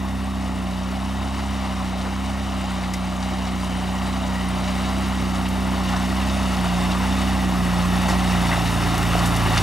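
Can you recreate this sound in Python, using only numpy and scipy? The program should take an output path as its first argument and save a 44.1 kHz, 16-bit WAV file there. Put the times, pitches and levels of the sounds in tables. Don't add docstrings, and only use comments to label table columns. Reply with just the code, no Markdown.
import sys
import numpy as np
from scipy import signal
from scipy.fft import rfft, irfft, next_fast_len
from scipy.io import wavfile
from scipy.ndimage import uniform_filter1d, map_coordinates

SR = 44100
rng = np.random.default_rng(int(sys.argv[2]) if len(sys.argv) > 2 else 0)


def waveform_to_disk(signal):
    frames = np.transpose(np.atleast_2d(signal))
    scaled = np.clip(frames, -1, 1) * 32767
    samples = np.round(scaled).astype(np.int16)
    wavfile.write(sys.argv[1], SR, samples)


N = 424241


def amp(db):
    return 10 ** (np.asarray(db) / 20)


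def unit(x):
    return x / np.sqrt(np.mean(x ** 2) + 1e-20)


def along(points, hz):
    f, value = np.transpose(points)
    return np.interp(np.log(hz + 1), np.log(np.abs(f) + 1), value)


def curves(rows):
    times, *columns = np.transpose(rows)
    return [np.interp(np.arange(N) / SR, times, column) for column in columns]


def wobble(rate):
    coarse = np.arange(0, N + 32, 32)
    knots = rng.standard_normal(4096)
    smooth = map_coordinates(knots, [coarse * rate / SR], mode="wrap")
    return np.interp(np.arange(N), coarse, smooth)


def filtered(x, response):
    m = next_fast_len(N + 8192, True)
    return irfft(rfft(x, m) * response(np.fft.rfftfreq(m, 1 / SR)), m)[..., :N]


def coloured(x, spectrum):
    return unit(filtered(x, lambda hz: amp(along(spectrum, hz))))


# (t/s, distance/m)
DISTANCE = [(0, 13.5), (3, 13.5), (5, 10.54), (6.5, 9.3), (8, 7.9), (9.62, 6.2)]


def closer_db():
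    metres = curves(DISTANCE)[0]
    return 20 * np.log10(metres[0] / metres)


# (t/s at the top, extra speed/turns per second, length/s)
SURGES = [(0.25, 1.72, 1.17), (1.35, 2.36, 1.38), (2.34, 1.89, 1.08), (3.38, 0.63, 0.74),
          (4.14, 0.65, 0.77), (5.02, 1.12, 0.9), (5.64, 0.73, 0.67), (6.33, 2.02, 0.85), (7.22, 2.09, 1.1),
          (8.16, 1.29, 0.89), (9.23, 0.83, 0.58)]


def surging():
    t = np.arange(N) / SR
    extra_speed = np.zeros(N)
    for top_s, extra, length in SURGES:
        extra_speed += extra * np.cos(np.pi * np.clip((t - top_s) / length, -.5, .5)) ** 2
    return extra_speed


# (t/s, crankshaft speed/turns per second)
CRUISE = [(0, 30.9), (5.9, 30.93), (6.7, 29.83), (7.8, 29.76), (8.8, 28.7), (9.62, 27.8)]
# (f/Hz, level/dB)
EXHAUST = [(55, -35), (66, -30), (84, -36.5), (100, -38), (112, -31), (125, -42), (134, -39.5), (168, -35),
           (179, -27), (198, -30.5), (226, -46), (252, -37), (270, -37), (286, -36), (305, -44.5),
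           (400, -52.5)]
STRONG_ORDERS = (2, 3, 4, 6, 8)
FAINT_ORDERS = (5, 7, 9, 10, 11, 12)
LOAD_DB = [.65, .2, .3, .3, 0.66]
FAINT_DB = [-16, -18, -9.5, -6, -6, -11.5]


def engine():
    extra = surging()
    speed = curves(CRUISE)[0] + extra
    jitter = 0.0061 * wobble(25)
    turn = 2 * np.pi * np.cumsum(speed) / SR + jitter
    notes = np.zeros(N)
    for order, load_db in zip(STRONG_ORDERS, LOAD_DB):
        db = along(EXHAUST, order * speed) + load_db * extra + 0.29 * wobble(20)
        polarity = 1 if order == 2 else -1
        notes += polarity * amp(db) * np.sin(order * turn)
    for order, weaker_db in zip(FAINT_ORDERS, FAINT_DB):
        db = along(EXHAUST, order * speed) + weaker_db + 1.6 * wobble(5)
        notes += amp(db) * np.cos(order * turn + 1.1 * wobble(1.206))
    uneven_db = 0.27 * wobble(45)
    return np.sqrt(2) * notes * amp(closer_db() + uneven_db)


# (f/Hz, level/dB per Hz)
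RUMBLE = [(12, -45), (25, -27), (45, -9), (90, 2.5), (150, -5), (230, 1.5), (310, 3), (390, -1), (480, -11),
          (700, -20), (1500, -78)]
# (f/Hz, level/dB per Hz)
PANEL = [(1500, -60), (1830, -13), (1887, -10), (1945, -10), (2400, -65)]
HULL_DB, PANEL_DB = -40.5, -51.5
HULL_GROWS = 1.52


def rumble():
    low = amp(HULL_DB + 1.1 * wobble(14)) * coloured(rng.standard_normal(N), RUMBLE)
    ring = amp(PANEL_DB + 2.7 * wobble(8)) * coloured(rng.standard_normal(N), PANEL)
    return amp(HULL_GROWS * closer_db()) * (low + ring)


def bubbles(lo_hz, hi_hz, cycles, spread_db, rise, count, size):
    when, pitch, strength = rng.random((count, 3)).T[:, :, None]
    hz = lo_hz + (hi_hz - lo_hz) * pitch
    age = np.arange(size) * hz / SR / cycles
    gain = amp(-spread_db * np.log(1 - .985 * strength)) * hz / hi_hz
    glide = 1 + rise * np.minimum(age, 2) / 2
    rings = gain * np.exp(-3 * age) * np.sin(2 * np.pi * cycles * age * glide)
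    at = (when * N).astype(int) + np.arange(size)
    return unit(np.bincount(at.ravel(), rings.ravel(), N)[:N])


def froth(grains, spectrum, wash_db, patchy_db, side_db):
    mixed = grains + amp(wash_db) * rng.standard_normal(N)
    z = signal.stft(mixed, nperseg=512)[2]
    field = uniform_filter1d(rng.standard_normal(z.shape), size=7, axis=0)
    field = uniform_filter1d(field, size=7, axis=1)
    patchy = signal.istft(z * amp(patchy_db * unit(field)), nperseg=512)[1][:N]
    mid = coloured(patchy, spectrum)
    side = amp(side_db) * coloured(rng.standard_normal(N), spectrum)
    return np.array([mid + side, mid - side])


# (t/s, level/dB)
WASH = [(0.0, -35.5), (1.63, -32), (3.96, -31), (5.09, -29.5), (5.52, -30.5), (6.83, -26.5), (7.5, -28),
        (8.33, -25.5), (9.46, -25), (9.62, -23.5)]


def wash_swell_db():
    wash_db = curves(WASH)[0]
    return wash_db - wash_db.mean()


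# (f/Hz, gain/dB)
CHURN = [(250, -37), (450, -13.5), (600, 2), (750, 4), (950, -4.5), (1150, -7), (1500, -16.5), (2000, -16),
         (4000, -59)]
SPLASHING = [(700, -12), (1400, 2), (1900, -0.5), (2300, 1.5), (2800, 0.5), (3700, -2), (4600, -6.5),
             (6000, -20), (10000, -39)]
SPRAY = [(2500, 5.5), (4500, -2.5), (5400, 3), (6500, 0), (7500, -1.5), (9500, -3.5), (12000, -20),
         (15800, -17)]
# (f/Hz, gain/dB)
GURGLE = [(700, -30), (1050, -2.5), (1350, 1.5), (1600, -7.5), (2100, -17), (4000, -62)]
FIZZ = [(6000, -34), (9000, -3), (10800, -2), (13000, -6), (15800, -12)]
CHURN_DB, SPLASHING_DB, SPRAY_DB = -31, -37, -39
CHURN_GROWS, SPLASHING_GROWS, SPRAY_GROWS = 0.75, 1.06, 1.12
GURGLE_DB, FIZZ_DB = -47, -57
BOW_GROWS = 2.1


def water():
    swell_db = wash_swell_db() + 0.35 * wobble(4)
    sheets, patter = wobble(16), wobble(70)
    large = bubbles(393, 1680, cycles=8.8, spread_db=0.5, rise=0.22, count=7000, size=700)
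    small = bubbles(1016, 5790, cycles=5.4, spread_db=2.0, rise=0.16, count=14000, size=260)
    drops = bubbles(4180, 16700, cycles=8.7, spread_db=4.0, rise=.05, count=14000, size=70)
    churn_db = CHURN_DB + CHURN_GROWS * swell_db + 0.27 * sheets + 0.28 * wobble(60)
    splashing_db = SPLASHING_DB + SPLASHING_GROWS * swell_db + 0.48 * sheets + 0.32 * patter
    spray_db = SPRAY_DB + SPRAY_GROWS * swell_db + 0.19 * sheets + 0.69 * patter
    churn = amp(churn_db) * froth(large, CHURN, wash_db=7, patchy_db=.5, side_db=-18.5)
    splashing = amp(splashing_db) * froth(small, SPLASHING, wash_db=6, patchy_db=0.6, side_db=-18.5)
    spray = amp(spray_db) * froth(drops, SPRAY, wash_db=5.0, patchy_db=0.53, side_db=-36)
    middling = bubbles(966, 1990, cycles=8.8, spread_db=1.0, rise=0.07, count=4000, size=600)
    gurgle_db = GURGLE_DB + 0.36 * sheets
    gurgle = amp(gurgle_db) * froth(middling, GURGLE, wash_db=7.5, patchy_db=1.5, side_db=-28)
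    tiny = bubbles(5500, 13700, cycles=4, spread_db=3.5, rise=.05, count=30000, size=40)
    fizz_db = FIZZ_DB + 0.81 * patter
    fizz = amp(fizz_db) * froth(tiny, FIZZ, wash_db=0, patchy_db=1.0, side_db=-43)
    bow_wave = amp(BOW_GROWS * closer_db()) * (gurgle + fizz)
    return churn + splashing + spray + bow_wave


# (t/s, level/dB from which the ring dies away, f/Hz at the start)
PLOPS = [(.243, -33, 8100), (2.941, -25, 2000), (4.488, -27, 9100), (8.515, -18.5, 1900),
         (8.528, -19, 2000), (9.153, -6.5, 690)]


def plops():
    out, t = np.zeros(N + SR), np.arange(SR // 10) / SR
    for s, db, hz in PLOPS:
        t60 = .028 * (hz / 700) ** -.15
        onset = 1 - np.exp(-t / .0003)
        ring = np.sin(2 * np.pi * hz * t * (1 + 3 * t)) * onset
        out[round(s * SR):][:len(t)] += amp(db - 60 * t / t60) * ring
    return out[:N]


def small_splashes(count):
    when, strength, pitch = rng.random((count, 3)).T
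    lo_hz, hi_hz = 700, 4200
    at = (when * N).astype(int)
    level_db = -33.5 + wash_swell_db()[at] + 5 * strength
    centres_hz = lo_hz * (hi_hz / lo_hz) ** pitch
    length = .035
    return [(s, db, hz, length) for s, db, hz in zip(when * N / SR, level_db, centres_hz)]


# (t/s, level/dB before fading and dulling, centre f/Hz, length/s in which it fades by 24 dB)
SPLASHES = [(2.048, -24, 750, .068), (2.936, -26, 6160, 0.021), (3.225, -30, 3500, 0.023),
            (3.641, -33, 7000, 0.018), (4.673, -28, 2300, 0.052), (5.409, -31, 792, 0.045),
            (5.452, -28, 2200, .056), (5.485, -30, 11000, .025), (5.734, -24, 730, 0.031),
            (5.93, -23, 950, .07), (5.963, -29, 4480, 0.023), (6.295, -27, 3000, .02),
            (6.635, -21.5, 735, 0.079), (7.038, -21, 790, .035), (8.078, -20, 800, .064),
            (8.08, -27, 5500, .09), (8.51, -19.5, 1150, .08), (8.979, -23.5, 10170, 0.016),
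            (9.12, -24, 750, 0.047), (9.19, -24, 4500, .025), (9.256, -22, 8500, .032),
            (9.361, -25, 8000, 0.026), (9.455, -21, 1400, .05), (9.569, -17.5, 1500, 0.028),
            (9.576, -17, 3500, .02)]
# (f/Hz, gain/dB)
DULLING = [(6000, -0.5), (9500, -4), (12000, -4), (15800, -16)]


def splashes():
    out, t = np.zeros(N + SR), np.arange(SR // 5) / SR
    hz = np.fft.rfftfreq(len(t), 1 / SR) + 1
    for s, db, centre_hz, length in list(SPLASHES) + small_splashes(count=22):
        band = amp(-7 * np.log2(hz / centre_hz) ** 2)
        droplets = unit(irfft(rfft(rng.standard_normal(len(t))) * band, len(t)))
        ragged_db = 2.0 * unit(uniform_filter1d(rng.standard_normal(len(t)), size=60))
        onset = 1 - np.exp(-15 * t / length)
        out[round(s * SR):][:len(t)] += amp(db + ragged_db - 24 * t / length) * droplets * onset
    return filtered(out[:N], lambda hz: amp(along(DULLING, hz)))


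# (f/Hz, gain as a plain factor)
MIRROR = [(100, .02), (450, 0.36), (1500, .23), (3200, .38), (5500, 0.28), (8000, 0.16), (15000, .08)]
# (t/s, delay/ms)
MIRROR_DELAY = [(0, 1.15), (1.5, 1.12), (4.4, 1.105), (6.5, 1.152), (9.62, 1.153)]


def reflected(x):
    echo = filtered(x, lambda hz: 1j * along(MIRROR, hz))
    now = np.arange(N)
    then = now - curves(MIRROR_DELAY)[0] * SR / 1000
    return x + np.array([np.interp(then, now, side) for side in echo])


def scene():
    metres = curves(DISTANCE)[0]
    drift_db = 0.13 * (metres - metres.mean())
    pan_db = drift_db * np.array([[.5], [-.5]])
    wet_sounds = reflected(water() + splashes() + plops())
    return amp(pan_db) * (engine() + rumble() + wet_sounds)


# (f/Hz, left minus right level/dB)
LEAN = [(60, -2), (200, -1.6), (400, -0.5), (700, 0.5), (1300, 1.2), (2000, 1.5), (6000, 2.4), (9000, 0.5),
        (12000, -0.5)]
# (f/Hz, lead of the left/radians)
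LEAD = [(60, -0.11), (120, -0.71), (220, -0.61), (430, -0.95), (1000, -0.53), (2000, -0.47), (3000, -0.21),
        (8000, -0.31), (14000, 0.048)]
TOP_HZ = 15800


def record(dry):
    ports = np.array([[.5], [-.5]])

    def port_response(hz):
        return amp(ports * along(LEAN, hz)) * np.exp(1j * ports * along(LEAD, hz))

    pair = filtered(dry, port_response)
    return filtered(pair, lambda hz: hz < TOP_HZ)


dry = scene()
out = record(dry)
waveform_to_disk(out)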